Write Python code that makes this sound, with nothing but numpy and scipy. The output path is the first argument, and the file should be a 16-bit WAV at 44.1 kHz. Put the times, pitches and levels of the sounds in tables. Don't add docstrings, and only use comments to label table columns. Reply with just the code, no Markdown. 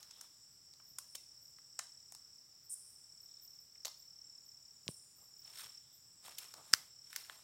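import sys
import numpy as np
from scipy import signal
from scipy.fft import rfft, irfft, next_fast_len
from scipy.io import wavfile

SR = 44100
rng = np.random.default_rng(int(sys.argv[2]) if len(sys.argv) > 2 else 0)


def store_pcm(level_fs):
    pcm = np.round(np.clip(level_fs, -1, 1) * 32767).astype(np.int16)
    wavfile.write(sys.argv[1], SR, np.atleast_2d(pcm).T)


N = 327663
TIME = np.arange(N) / SR

# first stroke in seconds, end in seconds, swell in seconds,
# relative level in dB.
CRICKET_BOUTS = [(-.272, .27, 0.08, -65), (0.773, 2.446, 0.092, -61), (2.797, 3.63, .5, -57.5),
                 (3.699, 4.745, 0.07, -57.5), (4.835, 5.03, .06, -61.5), (5.259, 5.818, 0.19, -55.5),
                 (6.214, 6.56, .2, -59), (6.856, 7.28, 0.17, -58)]
STROKES_PER_S, BREAK_OFF_S = 36.52, .03
IDLE_DB = -69

# fullest weight in seconds, press time in seconds,
# release time in seconds, relative level of the damp underlayer in dB, of the dry leaves in dB.
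FOOT_PRESSES = [(.02, .05, 0.15, -76.5, -71.5), (.23, .07, 0.059, -74, -74), (5.22, 0.045, 0.046, -75, -82),
                (5.5, .06, 0.069, -73, -67.5), (5.6, .055, .065, -73, -56.5),
                (5.645, 0.024, .035, -66.5, -64.5), (6.275, 0.037, .06, -62.5, -60),
                (6.44, .06, 0.069, -68.5, -62.5), (6.585, 0.023, 0.033, -58, -70),
                (6.8, 0.17, 0.058, -70, -66), (7.19, 0.1, 0.15, -73.5, -63),
                (7.33, 0.061, 0.08, -68, -68.5)]
# frequency in Hz, relative level in dB per Hz.
UNDERLAYER_SPECTRUM = [(60, -15.5), (200, -10.5), (450, -4.5), (750, -1), (1250, 1), (1700, -16),
                       (2600, -24)]
# frequency in Hz, relative level in dB per Hz.
LEAF_SPECTRUM = [(700, -18), (1400, -4), (2000, -6.5), (2700, -6), (3700, -1), (6000, -8.5), (8700, 1.5),
                 (10500, -10), (12700, -3.5), (16000, -12.5)]

# start in seconds, tearing time scale in seconds, body in Hz,
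# body level in dB, crack in Hz, crack level in dB, splinter level in dB.
TWIG_SNAPS = [(0.0284, 0.0033, 1990, -72, 5070, -56, -68), (.109, 0.0037, 1050, -72, 5660, -56, -72),
              (0.2107, 0.0028, 1380, -64.5, 6940, -51, -62), (.7371, .0012, 1260, -79, 5360, -62, -83),
              (0.7982, 0.0042, 1050, -68.5, 1190, -68, -90), (.985, 0.0028, 1100, -55.5, 7300, -44, -51.5),
              (1.149, 0.0063, 684, -63, 3000, -53.5, -55), (1.1525, 0.0047, 1000, -70, 6600, -46, -57),
              (1.585, 0.003, 1360, -67.5, 4470, -75.5, -74), (1.79, 0.0031, 1050, -49, 6550, -40, -60),
              (1.7931, 0.0023, 1800, -51, 5800, -49, -60), (2.122, .002, 1070, -66, 7300, -54, -64),
              (2.1488, 0.0021, 1070, -67, 6200, -54.5, -63), (3.756, 0.0033, 1870, -72, 3000, -87, -91),
              (3.849, 0.0012, 2200, -56, 5400, -46, -66), (3.8526, 0.0037, 840, -54, 5400, -40, -51),
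              (3.867, 0.0035, 870, -58, 4650, -53, -56), (3.879, .0029, 915, -60.5, 4900, -53, -59),
              (6.2804, 0.0028, 1100, -57, 5200, -64, -63), (6.3825, .0065, 3100, -50, 6000, -47.5, -47),
              (6.539, 0.0021, 836, -59, 5350, -53, -60.5), (6.731, 0.0063, 1476, -43.5, 6270, -37.5, -44),
              (6.7442, 0.0039, 1560, -51.5, 4880, -46, -51), (7.1294, 0.001, 1755, -54, 4350, -60, -57),
              (7.161, .0022, 2000, -48, 5400, -42.5, -44), (7.297, .0012, 1890, -51.5, 990, -56.5, -75)]
SNAP_ECHO_DB = -9.5

# frequency in Hz, width in Hz, relative level in dB.
STICK_RESONANCES = [(270, 370, -20.5), (1584, 530, -5.5), (2950, 310, -12.5), (3800, 244, -15),
                    (5190, 900, -0.5), (8000, 1600, -12), (10500, 440, -26.5), (15200, 700, -21.5)]
STICK_S, STICK_DB = 6.7368, 19
TAP_S, TAP_DB = 4.8801, -4.5
# start in seconds, drive in dB, frequency in Hz, 60 dB decay in seconds.
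SOFT_THUMPS = [(.915, -62.5, 110, 0.051), (4.869, -51, 139, 0.057), (4.8872, -40, 380, 0.0061),
               (4.889, -35, 142, 0.032), (5.652, -60, 125, .05), (6.714, -56, 169.4, 0.028)]

# start in seconds, starting pitch in Hz, relative level in dB.
CANOPY_CHIRPS = [(.51, 13300, -77), (.83, 14900, -73), (.87, 13700, -67), (1.41, 13700, -69),
                 (2.63, 14200, -71), (2.88, 14150, -72), (3.2, 14200, -70), (3.41, 13900, -61),
                 (3.59, 14200, -71), (3.97, 14500, -67.5), (4.44, 14400, -71), (4.85, 14700, -69),
                 (5.15, 14200, -69.5), (5.21, 13200, -72), (5.37, 15400, -68), (5.92, 13650, -68)]
CHIRP_S, CHIRP_FALL_HZ = .048, 420
PEEP_START_S, PEEP_EVERY_S = 4, 0.24
PEEP_S, PEEP_HZ, PEEP_FALL_HZ, PEEP_DB = .04, 7600, 159, -69
# start in seconds, pitch in Hz, relative level in dB.
DEEP_CALLS = [(.04, 1315, -75), (.1, 3560, -73), (2.12, 1345, -81.5), (3.25, 3730, -77), (5.8, 3540, -77)]
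DEEP_CALL_S = 0.19

# start in seconds, length in seconds, relative level in dB, direct share from 0 to 1.
INSECT_RASPS = [(1.063, 0.1, -62, 0.4), (2.694, 0.051, -45.5, 1.0), (4.879, 0.038, -49.5, 0.45)]
# frequency in Hz, gain in dB.
RASP_COLOUR = [(5500, -30), (7000, -17), (8300, -3.5), (9200, -1), (10300, -12.5), (11500, -21),
               (14000, -22), (16000, -39)]

# frequency in Hz, relative level in dB per Hz.
LOW_CHOIR_SPECTRUM = [(4200, -36), (4620, -26.5), (4780, -13), (5250, -3), (5400, -3), (5550, -2.5),
                      (5900, -9.5), (6400, -29.5), (6800, -44.5)]
LOW_CHOIR_DB, LOW_CHOIR_DB_PER_S, LOW_CHOIR_SWAY_DB = -62.3, -.3, 0.37
# frequency in Hz, relative level in dB per Hz.
HIGH_CHOIR_SPECTRUM = [(6600, -27.5), (7100, -8.5), (7450, -9.5), (7800, -2), (8000, -6), (8300, -16),
                       (8800, -13.5), (9300, -33.5)]
# time in seconds, relative level in dB.
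HIGH_CHOIR_COURSE = [(0, -74), (.45, -68), (.9, -75), (1.9, -66.5), (2.6, -73.5), (3.0, -68.5), (4.2, -73),
                     (4.9, -70), (5.5, -70.5), (6.5, -67), (7.43, -72)]
WHINE_DB, WHINE_SWAY_DB, WHINE_SWAY_HZ = -77, 3, 2.5

# frequency in Hz, relative level in dB per Hz.
AIR_SPECTRUM = [(25, -12.5), (55, -2.5), (90, 2.5), (130, 5), (200, -3.5), (350, -7), (700, -10),
                (1300, -10), (2400, -13), (4200, -10.5), (9500, -18.5), (12500, -12.5), (14000, -11.5),
                (16000, -10.5)]
# frequency in Hz, 60 dB decay in seconds.
FOREST_DECAY = [(100, 0.22), (600, 0.4), (1400, 0.34), (4000, 0.58), (9000, 0.34), (16000, 0.46)]
# frequency in Hz, relative level in dB per Hz.
PORT_HISS_SPECTRUM = [(25, 6.5), (120, 10), (220, 1.5), (1200, -1), (2600, -9), (5000, 0.5), (8500, -4.5),
                      (13000, 0.5), (16000, -0.5)]
PORT_HISS_DB, PORT_MISMATCH_DB = -81, -55.5
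CUTOFF_HZ = 15900


def cricket():
    first_s, effort = np.zeros(N), np.zeros(N)
    for start, end, swell_s, db in CRICKET_BOUTS:
        first_s[TIME >= start - .5 / STROKES_PER_S] = start
        swell = np.sqrt(np.clip((TIME - start) / swell_s, 0, 1))
        break_off = np.clip((end - TIME) / BREAK_OFF_S, 0, 1)
        effort += from_db(db) * swell * break_off
    song = from_db(-3.6) * np.hypot(effort, from_db(IDLE_DB)) * trill(first_s, STROKES_PER_S)
    return song + from_db(-11) * forest(song, stretch=1.2)


def trill(first_s, strokes_per_s, wing_hz=5400, glide_hz=330, stroke_width=0.12, rasp_db=-10.5):
    count = (TIME - first_s) * strokes_per_s
    stroke = np.round(count).astype(int)
    within = count - stroke
    strength = from_db(rng.normal(0, 1.3, N // 500))[stroke]
    glide = glide_hz * np.clip(-within / stroke_width - .4, 0, 3)
    pitch = wing_hz + glide + 25 * drift(59.0)
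    note = np.sin(2 * np.pi * np.cumsum(pitch) / SR) * np.exp(-.5 * (within / stroke_width) ** 2)
    bite = np.exp(-.5 * ((within + 0.13) / 0.037) ** 2)
    catch = rms_one(band(rng.standard_normal(N), 4850, 6200, order=4)) * bite
    return rms_one(strength * (note + from_db(rasp_db) * catch))


def footsteps():
    damp, dry = np.zeros(N), np.zeros(N)
    for s, press_s, release_s, damp_db, dry_db in FOOT_PRESSES:
        unloading = np.where(TIME < s, ((s - TIME) / press_s) ** 2, (TIME - s) / release_s)
        weight = np.exp(-unloading.clip(0, 30))
        damp = np.hypot(damp, from_db(damp_db) * weight)
        dry = np.hypot(dry, from_db(dry_db) * weight)
    wet_grains = colour(crackle(per_s=2400, size_db=3.0, clump_db=3.0), UNDERLAYER_SPECTRUM)
    press = from_db(-.5) * damp * rms_one(wet_grains)
    leaf_grains = colour(crackle(per_s=7000, size_db=3.8, clump_db=2.3), LEAF_SPECTRUM)
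    swish = from_db(3.5) * rms_one(leaf_grains)
    cracks = from_db(-2.0) * rms_one(band(crackle(per_s=200, size_db=3.3, clump_db=0.5), 1400, 6500))
    litter = press + dry * (swish + cracks)
    return litter + from_db(-13.0) * forest(litter, stretch=1.1)


def crackle(per_s, size_db, clump_db):
    born = rng.random(N) < per_s / SR
    own_db = size_db * np.minimum(rng.exponential(1, N), 4)
    shared_db = clump_db * np.clip(drift(64), -2, 2)
    return born * from_db(own_db + shared_db) * rng.choice([-1, 1], N)


def snaps(body_width=1.46, crack_width=1.38, scatter_s=0.012, bending_db=-6.5):
    direct, scattered = np.zeros(N), np.zeros(N)
    for s, tear_s, body_hz, body_db, crack_hz, crack_db, splinter_db in TWIG_SNAPS:
        parts = [(body_hz / body_width, body_hz * body_width, body_db),
                 (crack_hz / crack_width, crack_hz * crack_width, crack_db),
                 (9500, 16000, splinter_db),
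                 (2.0 * body_hz, 3.7 * body_hz, body_db + bending_db)]
        for out, length, path_db in [(direct, tear_s, 0), (scattered, scatter_s, SNAP_ECHO_DB)]:
            for low_hz, high_hz, db in parts:
                part = band(burst(length, uneven_db=2.5), low_hz, high_hz)
                add(out, s, from_db(db + path_db) * part * np.sqrt(SR / 100) / np.linalg.norm(part))
    return direct + from_db(-3) * scattered + from_db(-2.0) * forest(scattered, stretch=0.83)


def burst(length, uneven_db):
    t = TIME[:SR // 12]
    fibres = rng.standard_normal(len(t)) * from_db(uneven_db * rng.standard_normal(len(t)))
    return fibres * (t / length) * np.exp(-2.4 * t / length) + 1e-18


def stick():
    release = signal.unit_impulse(SR // 10) + 1e-18
    out = np.zeros(N)
    for hz, width_hz, db in STICK_RESONANCES:
        resonance = band(release, max(hz - width_hz / 2, 40), hz + width_hz / 2)
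        add(out, STICK_S, from_db(STICK_DB + db) * resonance)
    return out + from_db(-33.0) * forest(out, stretch=0.74)


def tap():
    out = np.zeros(N)
    tick = band(signal.unit_impulse(SR // 10) + 1e-18, 2500, 5600)
    add(out, TAP_S, from_db(TAP_DB) * tick)
    return out + from_db(-23.5) * forest(out, stretch=0.39)


def thumps():
    out = np.zeros(N)
    for s, db, hz, t60 in SOFT_THUMPS:
        add(out, s, from_db(db) * ring(hz, t60))
    out = band(out, 50, 1300)
    return out + from_db(-19) * forest(out, stretch=0.69)


def ring(hz, t60):
    t = TIME[:SR // 8]
    motion = np.sin(2 * np.pi * hz * t) * from_db(-60 * t / t60)
    return np.diff(motion) / (2 * np.sin(np.pi * hz / SR))


def callers(uneven_db=3.5):
    series = [(s, PEEP_HZ, PEEP_DB + uneven_db * rng.standard_normal())
              for s in PEEP_START_S + PEEP_EVERY_S * np.arange(16)]
    canopy = chirps(CANOPY_CHIRPS, CHIRP_S, CHIRP_FALL_HZ, spread_hz=340, direct_db=-1.0, echo_db=-1.0)
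    peeps = chirps(series, PEEP_S, PEEP_FALL_HZ, spread_hz=60, direct_db=.5, echo_db=-4.0)
    far = chirps(DEEP_CALLS, DEEP_CALL_S, 0, spread_hz=390, direct_db=-3.0, echo_db=-9.0)
    return canopy + peeps + far


def chirps(calls, length, fall_hz, spread_hz, direct_db, echo_db):
    pitch, level = np.zeros(N), np.zeros(N)
    u = np.linspace(0, 1, int(length * SR))
    for s, start_hz, db in calls:
        add(level, s, from_db(db) * np.sqrt(np.abs(np.sin(np.pi * u))))
        i = max(0, round(s * SR))
        pitch[i:i + len(u)] = (start_hz - fall_hz * u)[:max(0, N - i)]
    turn = 2 * np.pi * np.cumsum(pitch) / SR
    song = level * (drift(spread_hz) * np.cos(turn) + drift(spread_hz) * np.sin(turn))
    return from_db(direct_db) * song + from_db(echo_db) * forest(song, stretch=1.1)


def rasps(teeth_per_s=950):
    rate = teeth_per_s * (1 + 0.44 * drift(500))
    teeth = np.diff(np.floor(np.cumsum(rate) / SR), prepend=0)
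    clicks = teeth * from_db(2.3 * drift(300)) + 0.071 * rng.standard_normal(N)
    buzz = rms_one(colour(clicks, RASP_COLOUR))
    sent, direct = np.zeros(N), np.zeros(N)
    for s, length, db, share in INSECT_RASPS:
        u = np.linspace(0, 1, int(length * SR))
        swell = from_db(db) * (0.62 + 0.87 * u) * signal.windows.tukey(len(u), .1)
        add(sent, s, swell)
        add(direct, s, share * swell)
    return buzz * direct + from_db(-7.5) * forest(buzz * sent, stretch=2.2)


def chorus():
    low = from_db(LOW_CHOIR_DB + LOW_CHOIR_DB_PER_S * TIME + LOW_CHOIR_SWAY_DB * drift(1.5))
    course_s, course_db = np.transpose(HIGH_CHOIR_COURSE)
    high = from_db(np.interp(TIME, course_s, course_db)) * from_db(0.68 * drift(6.9))
    low_choir = from_db(-3.5) * coloured_noise(LOW_CHOIR_SPECTRUM)
    low_choir += from_db(-6.5) * wavering_note(5400, width_hz=41)
    high_choir = from_db(-1.4) * coloured_noise(HIGH_CHOIR_SPECTRUM)
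    high_choir += from_db(-8.5) * wavering_note(7800, width_hz=110)
    whine_db = WHINE_DB + WHINE_SWAY_DB * np.clip(drift(WHINE_SWAY_HZ), -2, 1.5)
    whine = from_db(whine_db) * wavering_note(7055, width_hz=41)
    return low * low_choir + high * high_choir + whine


def wavering_note(hz, width_hz):
    turn = 2 * np.pi * hz * TIME
    return rms_one(drift(width_hz) * np.cos(turn) + drift(width_hz) * np.sin(turn))


def forest_air():
    return from_db(-73.5) * coloured_noise(AIR_SPECTRUM)


def forest(x, stretch):
    t, edges = TIME[:SR], np.geomspace(80, 17000, 10)
    tail = np.zeros(SR)
    for low_hz, high_hz in zip(edges, edges[1:]):
        t60 = stretch * at_hz(FOREST_DECAY, np.sqrt(low_hz * high_hz))
        tail += band(rng.standard_normal(SR), low_hz, high_hz) * from_db(-60 * t / t60)
    tail = tail * (1 - np.exp(-t / 0.0025))
    return signal.fftconvolve(x, tail / np.linalg.norm(tail))[:N]


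def from_db(db):
    return 10 ** (np.asarray(db) / 20)


def rms_one(x):
    return x / np.sqrt(np.mean(x ** 2) + 1e-20)


def at_hz(points, hz):
    f, value = np.transpose(points)
    return np.interp(np.log(hz + 1e-3), np.log(f), value)


def colour(x, spectrum):
    size = next_fast_len(N)
    hz = np.fft.rfftfreq(size, 1 / SR) + 1e-3
    past_ends = np.minimum(1, np.minimum(hz / spectrum[0][0], spectrum[-1][0] / hz)) ** 6
    return irfft(rfft(x, size) * from_db(at_hz(spectrum, hz)) * past_ends, size)[:N]


def coloured_noise(spectrum):
    return rms_one(colour(rng.standard_normal(N), spectrum))


def drift(rate):
    r = np.exp(-40 * np.pi * rate / SR)
    noise = rng.standard_normal(N // 20 + 4002)
    slow = signal.lfilter([1], [1, -2 * r, r * r], noise)[4000:]
    return np.interp(np.arange(N) / 20, np.arange(len(slow)), rms_one(slow))


def band(x, low_hz, high_hz, order=2):
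    sos = signal.butter(order, [low_hz, min(high_hz, .48 * SR)], "band", fs=SR, output="sos")
    return signal.sosfilt(sos, x)


def add(out, s, sound):
    i = max(0, round(s * SR))
    out[i:i + len(sound)] += sound[:max(0, N - i)]


def scene():
    near = snaps() + stick() + tap() + thumps() + footsteps()
    mid = cricket() + near + callers() + rasps() + chorus() + forest_air()
    hiss = from_db(PORT_HISS_DB) * coloured_noise(PORT_HISS_SPECTRUM)
    mismatch = from_db(PORT_MISMATCH_DB) * signal.hilbert(near).imag
    side = hiss + mismatch
    return np.array([mid + side, mid - side])


def record(dry):
    return signal.sosfilt(signal.ellip(10, .2, 70, CUTOFF_HZ, fs=SR, output="sos"), dry)


dry = scene()
out = record(dry)
store_pcm(out)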